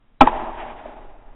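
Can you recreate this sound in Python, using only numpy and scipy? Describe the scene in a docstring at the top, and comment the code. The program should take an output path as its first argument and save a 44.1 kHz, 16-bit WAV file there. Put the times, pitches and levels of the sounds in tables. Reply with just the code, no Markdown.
"""Light wind rumbles on a microphone in an open field. A rifle cracks close by, overloading the
narrow-band microphone, and its blast sets the shooting stand ringing over a short, low boom.
Down range a spray can tears, pops and hisses out in surges. The report rolls back from crops
and trees, dulling as it fades, with one distinct far echo."""
import sys
import numpy as np
from scipy.fft import rfft, irfft, next_fast_len
from scipy.io import wavfile
from scipy.ndimage import map_coordinates

SR = 44100
rng = np.random.default_rng(int(sys.argv[2]) if len(sys.argv) > 2 else 0)


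def persist_wave(psi):
    """Save psi, clipped to +-1, as 16-bit WAV."""
    counts = np.round(np.clip(psi, -1, 1) * 32767).astype(np.int16)
    wavfile.write(sys.argv[1], SR, np.atleast_2d(counts).T)


N = 59535

# swell of the wind and low rumble: time_s, level_db
RUMBLE_LEVEL = [(0, -55.5), (.19, -51.5), (.24, -37), (.3, -36), (.35, -29), (.41, -34), (.7, -40.5),
                (1.0, -43.5), (1.35, -42)]
# tone of the rumble and of the open air: freq_hz, level_db
RUMBLE_COLOUR = [(4, -6.5), (11, -8.5), (25, -3), (40, -19), (70, -25.5), (130, -29.5), (300, -66),
                 (900, -82)]
AIR_COLOUR = [(40, -8), (120, -7.5), (250, -2), (330, -9), (520, -12.5), (900, -12), (2000, -19),
              (3800, -23)]
# the bullet's snap, then the muzzle blast: start_s, level_db, t60_s
RIFLE_CRACKS = [(0.2080, -3, 0.0027), (0.2098, -1.5, 0.069)]
# tone of those cracks and of the boom around the stand: freq_hz, level_db
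CRACK_COLOUR = [(40, -33), (100, -4.5), (190, -2.5), (260, 3.5), (500, -4), (800, 1), (1250, 1),
                (1500, -21.5), (2500, -11.5), (3800, -27.5)]
BOOM_COLOUR = [(60, -11.5), (150, -17), (200, -17), (250, 1.5), (300, -9.5), (350, -1), (480, -10),
               (650, -8), (1200, -12.5), (1600, -28), (3800, -35)]
# ringing modes of the stand: pitch_hz, level_db, t60_s, rise_s
STAND_MODES = [(80.4, -11, 0.062, 0.00081), (259.5, 5.5, 0.092, 0.015), (331, 1, 0.055, 0.013),
               (443.6, -9, .07, .008), (636, -5.5, 0.092, 0.0051), (810.7, 6.5, 0.055, 0.00042),
               (1055, -1.5, 0.063, 0.0042), (1217, -3.5, 0.051, 0.0053), (1306, -1, 0.065, 0.0028),
               (1618, -17.5, .08, .003), (1904, -17.5, .075, 0.00051), (2386, -6, 0.037, 0.0007),
               (2793, -15.5, 0.042, 0.0008), (3440, -17.5, .055, 0.0014)]
# fade of the rolling report: time_s, level_db
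ROLL_LEVEL = [(.215, -12), (.262, -29.5), (.29, -24.5), (.315, -34), (.36, -24), (.43, -28.5), (.5, -29.5),
              (.555, -36), (.66, -33), (.715, -37.5), (.755, -42), (.84, -41), (.9, -38), (.945, -43.5),
              (.98, -42), (1.06, -45.5), (1.2, -51.5), (1.35, -54)]
# tone of the near and the far reflections: freq_hz, level_db
NEAR_COLOUR = [(60, -23.5), (110, -25.5), (190, -14.5), (245, 1.5), (290, -12.5), (335, 2), (520, -11),
               (630, 4.5), (690, 2), (760, 5), (900, 6.5), (1150, -6), (1310, -7), (1450, -18.5),
               (1650, -14), (2800, -23.5), (3800, -30.5)]
FAR_COLOUR = [(60, -18), (110, -19.5), (190, -11.5), (245, -2.5), (290, -5), (400, -2), (520, -7),
              (620, 4.5), (690, -1.5), (820, 2.5), (1100, -9.5), (1600, -15), (2800, -23.5), (3800, -30)]
# cracks as the bullet strikes and the can tears: start_s, level_db, t60_s
CAN_TEARS = [(0.2562, -23.5, 0.036), (0.2705, -17.5, 0.044), (0.273, -11, 0.018), (0.2825, -24, 0.043)]
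# tone of the tearing shell: freq_hz, level_db
TEAR_COLOUR = [(200, -8), (600, 4), (1200, -1), (1600, 1), (2300, -8.5), (3300, -10), (3800, -18)]
# the can's burst, then the shot's far echo: start_s, level_db, pitch_hz, swell_s
POPS = [(0.2738, -1.5, 900, 0.0023), (0.856, -26, 610, 0.0032)]
# surges of the escaping spray: time_s, level_db
HISS_LEVEL = [(.3, -36.5), (.45, -47), (.54, -49), (.61, -35), (.66, -46), (.705, -42), (.755, -55),
              (.795, -42.5), (.835, -55), (.88, -50), (.94, -70.5), (1.35, -64.5)]
# tone of the spray: freq_hz, level_db
HISS_COLOUR = [(300, -28), (650, -2.5), (950, 1.5), (1400, -5.5), (1800, -5), (2700, -9), (3300, -13),
               (3800, -23)]

BLAST_S, CAN_OPEN_S = 0.2101, 0.2795
TIME = np.arange(N) / SR


def amp(db):
    """Decibels to gain."""
    return 10 ** (np.asarray(db) / 20)


def curve(rows):
    """An envelope of straight lines through (time_s, value) points."""
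    return np.interp(TIME, *np.transpose(rows))


def filtered(x, response):
    """Equalise x with a gain given as a function of frequency."""
    size = next_fast_len(N + 8192)
    return irfft(rfft(x, size) * response(np.fft.rfftfreq(size, 1 / SR)), size)[:N]


def noise(colour):
    """Noise of rms 1, shaped by (freq_hz, level_db) points."""
    freqs, db = np.transpose(colour)
    white = rng.standard_normal(N)
    shaped = filtered(white, lambda hz: amp(np.interp(np.log(hz + 1), np.log(freqs + 1), db)))
    return shaped / np.sqrt(np.mean(shaped ** 2) + 1e-20)


def wobble(knots_per_s):
    """A smooth random curve."""
    return map_coordinates(rng.standard_normal(N // 10), [TIME * knots_per_s])


def strike(start_s, t60_s, rise_s):
    """A percussive envelope: it builds up, then falls 60 dB every t60_s."""
    age = np.maximum(TIME - start_s, 0)
    return np.exp(-np.log(1000) * age / t60_s) * (1 - np.exp(-age / rise_s))


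def ring(start_s, pitch_hz, t60_s, rise_s):
    """One damped mode."""
    return strike(start_s, t60_s, rise_s) * np.sin(2 * np.pi * pitch_hz * (TIME - start_s))


def wind():
    """Wind buffets the microphone: a low rumble over a faint bed of open air."""
    return amp(curve(RUMBLE_LEVEL)) * noise(RUMBLE_COLOUR) + amp(-63.5) * noise(AIR_COLOUR)


def rifle():
    """Bullet snap and muzzle blast, a hanging boom, and slow suction behind the pressure front."""
    cracks = sum(amp(db) * strike(start, t60, rise_s=0.000076) * noise(CRACK_COLOUR)
                 for start, db, t60 in RIFLE_CRACKS)
    boom = amp(-15.5) * strike(BLAST_S, t60_s=0.35, rise_s=0.027) * noise(BOOM_COLOUR)
    suction = -amp(-4) * ring(start_s=0.215, pitch_hz=11, t60_s=0.13, rise_s=0.00055)
    return cracks + boom + suction


def shooting_stand():
    """The blast kicks the stand's modes into a brief ring."""
    return sum(amp(db) * ring(BLAST_S, hz, t60, rise) for hz, db, t60, rise in STAND_MODES)


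def rolling_report():
    """Countless reflections from crops and trees, duller as they come from farther away."""
    far_share = np.interp(TIME, [0.5, 0.91], [0, 1])
    reflections = np.sqrt(1 - far_share) * noise(NEAR_COLOUR) + np.sqrt(far_share) * noise(FAR_COLOUR)
    flutter_db = wobble(knots_per_s=72)
    return (TIME > BLAST_S) * amp(curve(ROLL_LEVEL) + flutter_db) * reflections


def can_shell():
    """The bullet tears the can in short cracks, and the shell rings on briefly."""
    tears = sum(amp(db) * strike(start, t60, rise_s=0.00012) * noise(TEAR_COLOUR)
                for start, db, t60 in CAN_TEARS)
    return tears + amp(-12) * ring(CAN_OPEN_S, pitch_hz=1000, t60_s=0.055, rise_s=0.0043)


def pops():
    """The can's burst and the shot's far echo: dull pops of a few cycles that swell and collapse."""
    out = np.zeros(N)
    for start, db, hz, swell in POPS:
        age = np.maximum(TIME - start, 0)
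        envelope = (age / swell * np.exp(1 - age / swell)) ** 2
        out += amp(db) * envelope * np.sin(2 * np.pi * hz * age)
    return out


def spray():
    """Spray escapes from the open can, hissing away in surges."""
    return (TIME > CAN_OPEN_S) * amp(curve(HISS_LEVEL)) * noise(HISS_COLOUR)


def far_scatter():
    """A faint, smeared copy of the crack scatters back from far off."""
    return amp(-41.5) * strike(start_s=0.72, t60_s=0.17, rise_s=0.0019) * noise(CRACK_COLOUR)


def scene():
    """The shot, its target, the echoes and the wind, mixed in mono at one microphone."""
    shot_and_target = rifle() + shooting_stand() + can_shell() + pops()
    echoes = rolling_report() + far_scatter()
    return (shot_and_target + echoes + spray() + wind())[None]


def record(dry):
    """The microphone saturates and narrows the band; overshoots clip and lose their highest fizz."""
    ceiling, hardness = 1.081, 3.96
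    band_hz, band_edge_hz, fizz_cut_hz = 3860, 120, 16500
    saturated = dry[0] / (1 + np.abs(dry[0] / ceiling) ** hardness) ** (1 / hardness)
    narrow = filtered(saturated, lambda hz: np.clip((band_hz - hz) / band_edge_hz + 0.5, 0, 1))
    clipped = np.clip(narrow, -1, 1)
    return filtered(clipped, lambda hz: 1 / (1 + (hz / fizz_cut_hz) ** 40))[None]


dry = scene()
out = record(dry)
persist_wave(out)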